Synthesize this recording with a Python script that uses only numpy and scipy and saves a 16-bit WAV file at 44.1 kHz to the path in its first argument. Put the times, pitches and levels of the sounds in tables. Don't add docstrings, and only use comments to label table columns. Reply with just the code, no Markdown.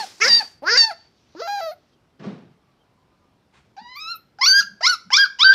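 import sys
import numpy as np
from scipy import signal
from scipy.io import wavfile
from scipy.ndimage import uniform_filter1d, minimum_filter1d

SR = 44100
rng = np.random.default_rng(int(sys.argv[2]) if len(sys.argv) > 2 else 0)


def store_pcm(level_fs):
    pcm = np.round(np.clip(level_fs, -1, 1) * 32767).astype(np.int16)
    wavfile.write(sys.argv[1], SR, np.atleast_2d(pcm).T)


def gain_from_db(level_db):
    decades = np.asarray(level_db, float) / 20
    return 10 ** decades


N = 244314
CHEST_HZ = 620

# time in seconds, pitch in Hz,
# level of the fundamental in dB, mouth opening 0-1, squeeze of the throat 0-1.
RISING_WHINE = [
    [(3.765, 798, -40, 0.5, 0.22), (3.781, 769.2, -34, 0.55, 0.17), (3.797, 863.4, -35.5, 0.49, 0.25),
     (3.815, 955.5, -48.5, 0.66, 0.36), (3.881, 966.4, -41.5, 0.68, 0.4), (3.897, 1003, -46.5, 0.77, 0.48),
     (3.907, 1007, -46, 0.78, 0.49), (3.947, 1014, -49.5, 0.87, 0.61), (3.958, 1060, -41.5, 0.76, 0.45)],
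    [(3.97, 1183, -38, 0.74, 0.31), (3.988, 1169, -38.5, 0.83, 0.35), (4.006, 1265, -43, 0.77, 0.69),
     (4.066, 1299, -35, 0.7, 0.63), (4.118, 1407, -32, 0.65, 0.73), (4.148, 1316, -31, 0.47, 0.44),
     (4.156, 1274, -43.5, 0.66, 0.54), (4.19, 1346, -52, 0.54, 0.33)],
]
YIP_ONE = [
    [(4.385, 703.7, -72, 0.64, 0.44), (4.387, 703, -38, 0.8, 0.22), (4.393, 811, -33, 0.31, 0.11),
     (4.401, 826, -33, 0.49, 0.21), (4.407, 848, -39, 0.47, 0.24), (4.415, 1013, -22, 0.73, 0.49),
     (4.425, 1028, -19, 0.79, 0.4), (4.435, 1105, -18, 0.81, 0.47), (4.455, 1152, -26, 0.83, 0.71)],
    [(4.464, 1393, -20.5, 0.72, 0.8), (4.486, 1549, -22.5, 0.49, 0.89), (4.526, 1527, -17.5, 0.34, 0.78),
     (4.534, 1573, -14, 0.47, 0.58), (4.584, 1621, -9, 0.43, 0.58), (4.6, 1634, -10, 0.4, 0.56),
     (4.61, 1405, -19.5, 0.2, 0.56), (4.632, 1418, -33, 0.67, 0.15)],
]
YIP_TWO = [
    [(4.805, 631, -72, 0.84, 0.41), (4.809, 644, -23, 0.66, 0.073), (4.819, 670.6, -36, 0.79, 0.42),
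     (4.823, 828.5, -30, 0.73, 0.24), (4.829, 917, -37.5, 0.85, 0.6), (4.835, 967.5, -26.5, 0.83, 0.53),
     (4.855, 1064, -19, 0.88, 0.54), (4.861, 1150, -32, 0.99, 0.82)],
    [(4.8655, 1262, -19, 0.52, 0.69), (4.868, 1314, -14, 0.53, 0.71), (4.88, 1429, -14.5, 0.28, 0.66),
     (4.888, 1467, -17.5, 0.25, 0.34), (4.898, 1477, -15.5, 0.52, 0.7), (4.916, 1466, -18, 0.41, 0.44),
     (4.938, 1340, -17.5, 0.29, 0.51), (4.95, 1280, -24, 0.25, 0.34), (4.962, 1288, -42, .3, 0.44)],
]
YIP_THREE = [
    [(5.103, 782, -39, 1, 0.61), (5.109, 796.6, -31, 0.68, 0.41), (5.121, 982.4, -30, 0.45, 0.68),
     (5.127, 1028, -18, 0.76, 0.43), (5.133, 1028, -14.5, 0.61, 0.7), (5.141, 1126, -11, 0.77, 0.81),
     (5.149, 1157, -23, 0.99, 0.87), (5.159, 1226, -22.5, 0.75, 0.86), (5.164, 1210, -24, 0.91, 0.78)],
    [(5.172, 1378, -14.5, 0.27, 0.78), (5.186, 1605, -10.5, 0.57, 0.44), (5.214, 1621, -11, 0.62, 0.67),
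     (5.228, 1637, -8.5, 0.59, 0.3), (5.238, 1591, -6.5, 0.31, 0.54), (5.244, 1500, -9.5, 0.15, 0.28),
     (5.256, 1424, -23.5, 0.44, 0.54), (5.264, 1377, -21, 0.31, 0.34)],
]
YIP_FOUR = [
    [(5.386, 967, -45, .7, 0.65), (5.395, 991.7, -28.5, 0.63, 0.73), (5.401, 1005, -25, 0.64, 0.7),
     (5.409, 1082, -25.5, 0.73, 0.87), (5.421, 1194, -17, 0.76, 0.85), (5.425, 1204, -25, 0.73, 1),
     (5.433, 1293, -3, 0.59, 0.77), (5.437, 1331, -9.5, 0.45, 0.69), (5.44, 1420, -15.5, 0.25, 0.45)],
    [(5.445, 1510, -2, 0.42, 0.61), (5.465, 1557, 2, 0.38, 0.54), (5.5, 1553, 1.5, 0.28, 0.43),
     (5.528, 1592, -4.5, .44, .37), (5.534, 1700, -21, .77, 0.32), (5.55, 1857, -12.5, .85, .5)],
]
HIGH_VOICE = [RISING_WHINE, YIP_ONE, YIP_TWO, YIP_THREE, YIP_FOUR]


def evened(x):
    return x / np.sqrt(np.mean(x ** 2) + 1e-20)


def read(points, hz):
    f, value = np.transpose(points)
    return np.interp(np.log(hz + 1), np.log(f + 1), value)


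def add(mix, s, sound):
    part = mix[round(s * SR):][:len(sound)]
    part += sound[:len(part)]


def drift(count, span):
    chance = uniform_filter1d(rng.standard_normal(count), int(span))
    return evened(uniform_filter1d(chance, int(span)))


def resonate(x, hz, width):
    turn = np.exp(2j * np.pi * np.cumsum(hz * np.ones(len(x))) / SR)
    r = np.exp(-np.pi * width / SR)
    return 2 * (turn * signal.lfilter([1 - r], [1, -r], x / turn)).real


def hump(hz, centre_hz, width_hz):
    return 1 / (1 + (2 * (hz - centre_hz) / width_hz) ** 2)


def noise(colour, patchy_db):
    frames, hz = N // 256 + 5, np.fft.rfftfreq(1024, 1 / SR)
    a, b, patches = rng.standard_normal((frames, 513, 3)).T
    patches = evened(uniform_filter1d(uniform_filter1d(patches, 10, 0), 12, 1))
    z = (a + 1j * b) * gain_from_db(read(colour, hz)[:, None] + patchy_db * patches)
    return evened(signal.istft(z, nperseg=1024, noverlap=768)[1][:N])


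def burst(curve, colour, patchy_db, lumpy_db):
    s, level_db = np.transpose(curve)
    level_db = np.interp(np.arange(N) / SR, s, level_db, left=-120, right=-120)
    lumps = uniform_filter1d(gain_from_db(level_db + lumpy_db * drift(N, 150)), 90)
    return lumps * noise(colour, patchy_db)


def outdoor_floor():
    # frequency in Hz, level in dB per Hz.
    floor_colour = [(20, -38), (35, -19), (75, -8.5), (235, -11), (590, -18.5), (1010, -21), (1930, -28),
                    (5490, -34), (6300, -40.5), (15200, -50.5)]
    return gain_from_db(-63) * noise(floor_colour, 1.2)


def far_notes():
    # start in seconds, length in seconds, start pitch in Hz, height of the arch in Hz.
    far = [
        (1.92, .04, 3000, 200),
        (2.13, .04, 3000, 200),
        (2.6, .04, 3100, 200),
        (2.785, .055, 2900, 280),
        (2.48, .34, 1130, 30),
        (2.76, .6, 950, 70),
        (3.0, .4, 1170, 40),
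    ]
    far_db = [-70.5, -80, -74.5, -71.5, -73, -72.5, -74]
    out = np.zeros(N)
    for (s, length, hz, arch_hz), db in zip(far, far_db):
        air = rng.standard_normal(SR)[:int(length * SR)]
        path = hz + arch_hz * np.sin(np.linspace(0, np.pi, len(air)))
        tone = np.sin(2 * np.pi * np.cumsum(path) / SR)
        blur = evened(resonate(resonate(air, path, 60), path, 60))
        add(out, s, gain_from_db(db) * evened(tone + 0.8 * blur) * np.hanning(len(air)) ** .5)
    return out


def rustle():
    # time in seconds, level in dB.
    level = [
        (.9, -85),
        (.98, -64),
        (1.15, -71.5),
        (1.35, -64),
        (1.8, -73.5),
        (1.95, -73.5),
    ]
    # frequency in Hz, level in dB per Hz.
    colour = [(500, -32), (2000, -5.5), (3500, -1), (6000, -4), (7200, -19.5), (12000, -45)]
    return burst(level, colour, 2.2, 1.)


def scuffs():
    # start in seconds, length in seconds, resonance in Hz, level in dB.
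    rubs = [(0.198, 0.22, 210, -46), (.68, 0.16, 161.4, -54), (2.3, 0.27, 159.3, -53),
            (2.329, 0.19, 337, -64), (3.798, 0.053, 213, -54), (4.549, 0.16, 181.4, -56),
            (4.683, 0.094, 192, -52), (5.036, 0.085, 193, -52.5), (2.19, .16, 1144, -54),
            (2.19, 0.062, 1480, -61), (2.235, 0.068, 893, -64), (2.19, 0.1, 641, -65)]
    out = np.zeros(N)
    for s, length, hz, db in rubs:
        grit = rng.standard_normal(SR // 2)[:int(length * SR)]
        rub = evened(resonate(resonate(grit, hz, 52), hz, 52))
        add(out, s, gain_from_db(db) * rub * np.hanning(len(grit)) ** .5)
    return out


def thump():
    # time in seconds, level in dB.
    blow = [
        (2.186, -77.5),
        (2.197, -42.5),
        (2.232, -39.5),
        (2.255, -32),
        (2.3, -35.5),
        (2.42, -46),
        (2.46, -52.5),
        (2.62, -74),
    ]
    grit = [
        (2.19, -82),
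        (2.197, -53.5),
        (2.228, -57),
        (2.24, -47.5),
        (2.31, -55.5),
        (2.42, -67.5),
        (2.55, -72),
    ]
    # frequency in Hz, level in dB per Hz.
    blow_colour = [(35, -68), (110, -28.5), (198, 3.5), (250, -16), (357, -11.5), (480, -17.5), (1400, -30),
                   (4410, -43.5), (9000, -63.5), (11700, -90.5), (19800, -120)]
    grit_colour = [(300, -30.5), (900, -3.5), (1500, -0.5), (3000, -7), (5500, -13.5), (7000, -27),
                   (10000, -54.5), (19800, -90)]
    return burst(blow, blow_colour, 1.1, 0.5) + burst(grit, grit_colour, 0.97, 0.73)


def sniff():
    # time in seconds, level in dB.
    level = [
        (3.52, -76),
        (3.545, -57),
        (3.575, -55),
        (3.62, -65),
        (3.72, -72),
    ]
    # frequency in Hz, level in dB per Hz.
    colour = [(35, -28.5), (60, 0), (520, -30.5), (727, -14.5), (2450, -18), (9000, -35.5), (11700, -66.5),
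              (19800, -120)]
    return burst(level, colour, 0.63, 1.2)


def bark_hiss():
    # time in seconds, level in dB.
    level = [
        (0, -35.5),
        (.17, -52.5),
        (.2, -52),
        (.25, -31.5),
        (.33, -34),
        (.43, -44),
        (.6, -70.5),
    ]
    # frequency in Hz, level in dB per Hz.
    colour = [(59, -38), (110, -21.5), (220, -12), (1000, -12), (3000, -12), (5370, -7), (7500, -16),
              (15000, -32)]
    return burst(level, colour, 1.5, 1.1)


def yard(puppy):
    # time in seconds, level in dB.
    facing = [(0, -1.7), (.55, 2), (1.2, 0.5), (1.8, -1.5), (3.7, 8), (4.3, -2.5), (4.381, 1.8), (4.75, 2),
              (5.05, 0.5), (5.35, 1), (5.54, 3.5)]
    # frequency in Hz, time to fall 60 dB in seconds.
    yard_t60 = [(200, .3), (800, .34), (1600, .4), (4500, .33), (8000, .36), (14000, .3)]
    wall_delay_s, wall_t60_s, wall_db = .003, .13, -14
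    yard_db, hill_db, hill_t60_s = -21, -28, .8
    sent = puppy * gain_from_db(np.interp(np.arange(N) / SR, *np.transpose(facing)))
    out, at = np.zeros(N), np.arange(0, SR // 2 - 20, 20)
    for k in range(3):
        taps = np.zeros(SR // 2)
        taps[at + rng.integers(0, 20, len(at))] = rng.choice([-1., 1.], len(at))
        late = np.arange(SR // 2) / SR - wall_delay_s
        hz, t, z = signal.stft(taps, SR, nperseg=256)
        decay = gain_from_db(-60 * t / read(yard_t60, hz)[:, None]) + gain_from_db(hill_db - 60 * t / hill_t60_s)
        tail = signal.istft(z * decay, SR, nperseg=256)[1][:len(taps)]
        near = taps * gain_from_db(-60 * late / wall_t60_s)
        both = gain_from_db(yard_db) * tail / np.linalg.norm(tail) + gain_from_db(wall_db) * near / np.linalg.norm(near)
        both = both * (late > 0)
        share = np.sqrt(2 / 3) * np.cos(2 * np.pi * (23 * np.arange(N) / SR + k / 3))
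        out += share * signal.fftconvolve(sent, both)[:N]
    return out


def squeak(s, length, start_hz, end_hz, db):
    fold_hz = np.interp(s + length / 2, *np.concatenate(sum(HIGH_VOICE, [])).T[:2])
    hz = np.linspace(start_hz, end_hz, int(length * SR))
    hz = hz * (1 + .004 * drift(len(hz), 120))
    lines = sum(gain_from_db(-10. * k) * np.cos(2 * np.pi * np.cumsum(hz - k * fold_hz) / SR) for k in range(4))
    return s, gain_from_db(db) * lines * np.hanning(len(hz)) ** .5


def squeaks():
    # start in seconds, length in seconds, start pitch in Hz, end pitch in Hz, level in dB.
    whistles = [
        (3.956, 0.032, 14650, 14650, -57),
        (3.951, .05, 13550, 13450, -52),
        (4.146, .03, 14800, 14700, -57.5),
        (4.149, 0.029, 13700, 12900, -41),
        (4.431, 0.05, 15000, 14850, -36.5),
        (4.502, 0.019, 14500, 14000, -68),
        (4.93, 0.0205, 13400, 12300, -72),
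        (5.16, 0.033, 14200, 13000, -76),
    ]
    out = np.zeros(N)
    for row in whistles:
        add(out, *squeak(*row))
    return out


def controls(rows):
    s, *columns = np.transpose(rows)
    t = np.arange(s[0], s[-1], 1 / SR)
    k = np.arange(1, 15000 // min(columns[0]) + 1)[:, None]
    return t, k, [uniform_filter1d(np.interp(t, s, c), 150) for c in columns]


def roughness(t, hz, start, end):
    clean, chest_rough, settle_s, fray_s = .04, .07, .013, .012
    held = clean + chest_rough * (hz < CHEST_HZ)
    return held + start * np.exp((t[0] - t) / settle_s) + end * np.exp((t - t[-1]) / fray_s)


def top_air(under_db, *partials_db):
    lag_s = .012
    return under_db + uniform_filter1d(np.max(partials_db, axis=0), int(lag_s * SR) + 1)


def cry(t, k, hz, heights, rough, air_db, hollows, tilt, edge_hz):
    # frequency in Hz, level in dB.
    sheen_colour = [(6800, -26.5), (8100, -35), (9000, -17.5), (10300, -10.5), (11500, -10.5), (13500, -8),
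                    (15000, -13)]
    # frequency in Hz, level in dB.
    cavities = [(9100, -2.5), (10100, 0.5), (11600, -10.5), (13600, 0), (14600, -5.5)]
    rough = np.clip(rough, 0, 1)
    wander = .05 * rough * drift(len(t), 60) + .0015 * drift(len(t), 350)
    turns = np.cumsum(hz * (1 + wander)) / SR
    sheen = gain_from_db(air_db + read(sheen_colour, k * hz) + tilt * (k * hz / 1000 - 9.5))
    sheen = sheen * hz / 1500 * gain_from_db(-8 * (hz < CHEST_HZ))
    waver_db = 1.1 * (k > 1) + 4 * rough + 4 * (k * hz > 7500)
    waver_db = waver_db * np.array([drift(len(t), 300) for _ in k])
    edge = 1 / (1 + (k * hz / edge_hz) ** 30)
    heights = (heights * edge + sheen) * gain_from_db(waver_db) * (k * hz < 15000)
    voice = (heights * np.cos(2 * np.pi * k * turns + 0.39 * k ** 2)).sum(0)

    puffs = (0.64 + np.exp(-(turns % 1) / .3)) * rng.standard_normal(len(t))
    breath = sum(gain_from_db(db) * evened(resonate(resonate(puffs, f, 2300), f, 1800)) for db, f in hollows)
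    breath = signal.lfilter(*signal.butter(5, [500, 6600], "band", fs=SR), breath)
    hiss = 0
    for f, db in cavities:
        level_db = db + tilt * (f / 1000 - 12) + 3 * drift(len(t), 900)
        hiss = hiss + gain_from_db(level_db) * resonate(resonate(puffs, f, 750), f, 750)
    top = gain_from_db(air_db - 9 + 3 * (hz < CHEST_HZ) - 4 * (hz > 1100)) * evened(hiss)
    fade = np.clip(np.minimum(t - t[0], t[-1] - t) / 0.0021, 0, 1)
    return t[0], fade * ((1 - .5 * rough) * voice + .65 * rough * breath + top)


def bark(rows, breaks, air_db, tilt, hoarse, shape, valley):
    # pitch in Hz, level in dB.
    chest_first = [(260, -41), (370, -39), (480, -24.5), (600, -28)]
    t, k, (hz, mouth_db, opening, squeeze) = controls(rows)
    chest, chest_call = hz < CHEST_HZ, hz.mean() < CHEST_HZ
    gape_lift_db, jaw_db, ring_steep = shape
    valley_db, edge_hz = valley
    first_db = mouth_db + 14 - 42 * opening
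    ring_db = mouth_db - 25 + 45 * squeeze
    if chest_call:
        first_db = np.minimum(read(chest_first, hz), mouth_db + 19)
    mouth_hz = np.maximum(2.22 * hz, 400 + 1700 * opening)
    ring_hz = 4230 + (566 + 450 * chest) * opening
    mouth = gain_from_db(mouth_db) * hump(k * hz, mouth_hz, 560) ** (.9 + .3 * chest)
    ring_width_hz = 540 * np.clip(950 / hz, 1, 2)
    ring = gain_from_db(ring_db) * hump(k * hz, ring_hz, ring_width_hz) ** ring_steep
    gape = gain_from_db(mouth_db - 18 + gape_lift_db - 45.5 * (1 - opening)) * chest
    gape = gape * (hump(k * hz, 6250, 900) + gain_from_db(jaw_db) * hump(k * hz, 1420, 190))
    nose = gain_from_db(valley_db * hump(k * hz, 3500, 700))
    heights = np.where(k == 1, gain_from_db(first_db), (mouth + ring + gape) * nose)

    shut_db = 8 * np.clip(1 - (t - t[0]) / .05, 0, 1) * chest_call
    follows = 0.389
    air = top_air(air_db, *(follows * np.array([first_db, mouth_db, ring_db]) - shut_db))
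    rough = hoarse + roughness(t, hz, *breaks)
    return cry(t, k, hz, heights, rough, air, [(mouth_db, mouth_hz), (ring_db, ring_hz)], tilt, edge_hz)


def low_voice():
    # time in seconds, pitch in Hz, mouth level in dB, mouth opening 0-1, squeeze of the throat 0-1.
    bark_tail = [
        [(0, 912, -29, 0.18, 0.75), (.022, 847, -34, 0.16, .55), (.05, 737, -42, .05, 0.38)],
    ]
    bark_one = [
        [(.2, 348, -41.5, 0.26, 0.57), (.212, 408, -19.5, 1.23, 0.28), (.22, 429.3, -7, 1.04, 0.28),
         (.232, 453, -10.5, 1.15, 0.19), (.242, 446.3, -14.5, 0.92, 0.49), (.255, 489.6, -15, 0.68, 0.57),
         (.268, 527, -12.5, 0.93, 0.25), (.282, 572, -15, 0.68, 0.59), (.293, 600, -22.5, 0.97, 0.71)],
        [(.277, 1009, -25, 0.99, 0.95), (.29, 973, -26, 0.81, 0.8), (.305, 940.3, -20, 0.7, 0.81),
         (.35, 931, -22, 0.84, 0.93), (.375, 940.6, -29.5, 0.63, 0.94), (.398, 895, -32.5, 0.52, 0.94),
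         (.408, 877, -20.5, 0.4, 0.083), (.43, 736, -39.5, 0.18, .3)],
    ]
    bark_two = [
        [(.62, 244.5, -42.5, 0.061, -0.22), (.638, 291.4, -27.5, 0.045, -.15), (.655, 326, -34, 0.5, 0.2),
         (.674, 359.2, -16.5, 0.59, 0.29), (.692, 414.3, -13.5, 0.82, 0.27), (.715, 460, -18, 0.76, 0.55),
         (.74, 476.6, -17.5, 0.64, 0.6), (.76, 506, -13, 0.89, 0.39), (.783, 613, -15.5, 0.71, 0.79)],
        [(.772, 944, -23, 0.66, 1), (.785, 925, -24, 0.84, 0.95), (.81, 911.7, -23.5, 0.77, 1),
         (.848, 899.5, -23.5, 0.45, 0.82), (.862, 895, -29.5, 0.26, 0.65), (.89, 871, -34, 0.2, 0.57),
         (.905, 810, -30, 0.25, 0.11), (.915, 672, -29, 0.33, 0.35), (.935, 653, -47, 0.13, 0.49)],
    ]
    whine = [
        [(1.349, 300, -38, 0.12, 0.044), (1.358, 311.8, -50.5, 0.14, 0.16), (1.37, 336, -48, 0.61, 0.29),
         (1.39, 380.7, -44, 0.57, 0.34), (1.402, 449.5, -37, 0.34, 0.47), (1.414, 530, -37.5, 0.93, 0.39)],
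        [(1.409, 495.8, -55, 0.12, 0.74), (1.415, 563.5, -40, 0.17, .5), (1.421, 650, -31, 0.14, 0.42),
         (1.43, 677, -32, 0.29, 0.41), (1.478, 685.4, -32, 0.29, 0.42)],
        [(1.474, 797.4, -33, 0.14, 0.51), (1.525, 822.7, -31, 0.099, 0.49), (1.595, 795, -34.5, 0.11, 0.49),
         (1.608, 727, -34.5, .15, 0.47)],
        [(1.604, 716.4, -39.5, 0.12, 0.36), (1.615, 664.8, -32, 0.23, 0.47), (1.66, 656.4, -33.5, 0.11, 0.4),
         (1.708, 604, -42.5, 0.0089, 0.5), (1.722, 738.6, -42, 0.1194, 0.35), (1.736, 705, -48.5, 0.1, 0.3),
         (1.746, 671, -75, .1, .3)],
    ]
    breaks = [(.1, .4), (.2, .6), (.2, .5), (.1, .7), (.2, .5), (.1, .25), (.08, .4), (.35, .45), (.4, .7)]
    air_db = [-48, -43.5, -42.5, -47.5, -41.5, -57, -51, -45, -46.5]
    tilt = [-1.5, -0.5, -1, 0.5, -2.5, 2, 1.5, 1.3, 2]
    hoarse = [.02, .04, .02, .0, .0, .0, .0, .03, .03]
    # gape in dB, jaw over gape in dB, steepness of the ring.
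    shape = [(-.1, 10.5, 0.99), (-6, 15, 0.99), (-.1, 10.5, 0.98), (-8.5, 11, 1), (-4.2, 9.5, 0.78),
             (-4, 13.5, 0.52), (-7, 10.5, 0.52), (-.1, 10.5, 0.46), (1, 10.5, 0.61)]
    # depth of the nose's valley in dB, upper edge of the partials in Hz.
    valley = [(-3.5, 7550), (-4.5, 7400), (-1, 7300), (-5.5, 6800), (-4.5, 7600), (0, 7000), (-6, 6900),
              (-5.5, 7300), (-4.5, 7200)]
    out = np.zeros(N)
    for row in zip(bark_tail + bark_one + bark_two + whine, breaks, air_db, tilt, hoarse, shape, valley):
        add(out, *bark(*row))
    return out


def yip(call, breaks, low, high, air):
    t, k, (hz, first_db, opening, squeeze) = controls(call[0] + call[1])
    change = call[0][-1][0]
    upper = np.clip((t - change) / .006 + .5, 0, 1)
    air_db, throat_db, fading_db = (a + (b - a) * upper for a, b in zip(low, high))
    loud_db = first_db[t < change].max() * (1 - upper) + first_db[t >= change].max() * upper
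    second_db = first_db - 45 + 60 * opening
    third_db = first_db - 35 + 55 * squeeze
    since = np.where(t < change, (t - t[0]) * (1 - upper), t - change)
    throat_db = third_db + throat_db + fading_db * since
    throat_hz = 5517 + 34 * loud_db
    heights = gain_from_db(throat_db) * (hump(k * hz, throat_hz, 1600) ** 1.8 + gain_from_db(-31))
    heights[:3] = gain_from_db([first_db, second_db, third_db])
    rough = roughness(t, hz, breaks[0], breaks[2]) + breaks[1] * np.exp(-abs(t - change) / .013)
    return cry(t, k, hz, heights, rough, top_air(air_db, first_db, second_db, third_db),
               [(second_db, 2 * hz), (third_db, 3 * hz), (throat_db, 5300)], *air)


def high_voice():
    breaks = [(.9, .1, .9), (.6, .12, 1.6), (.6, .12, .9), (.5, .12, .8), (.5, .05, 1.5)]
    # top air under the loudest partial in dB,
    # throat over third partial in dB, its fading in dB per second.
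    colour = [(-46, 9, -5), (-27.5, 15.5, -101), (-41, 12, 55), (-25, -1.5, 34), (-40, 13, 39.5),
              (-22.5, 7, -61), (-42.5, 2.5, -35.5), (-34, 9.5, -600), (-46, 7, -300), (-50, -6.5, -600)]
    # lean of the top air in dB per kHz, upper edge of the partials in Hz.
    air = [(0.6, 7550), (-1, 7100), (-2.5, 7800), (-0.4, 7900), (0.25, 5600)]
    out = np.zeros(N)
    for row in zip(HIGH_VOICE, breaks, colour[::2], colour[1::2], air):
        add(out, *yip(*row))
    return out


def scene():
    puppy = low_voice() + high_voice() + squeaks()
    step = scuffs() + thump() + sniff() + bark_hiss()
    surroundings = outdoor_floor() + far_notes() + rustle()
    return (puppy + yard(puppy) + step + surroundings)[None]


def low_pass(x):
    return signal.sosfilt(signal.butter(12, 15140, fs=SR, output="sos"), x)


def record(dry):
    x = signal.lfilter(*signal.butter(2, 45, "high", fs=SR), dry)
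    peak_db = 20 * np.log10(-minimum_filter1d(-abs(x), size=441) + 1e-9)
    over_db = uniform_filter1d(np.maximum(peak_db + 4, 0), size=551)
    held = x / gain_from_db(.75 * over_db)
    return low_pass(held)


dry = scene()
out = record(dry)
store_pcm(out)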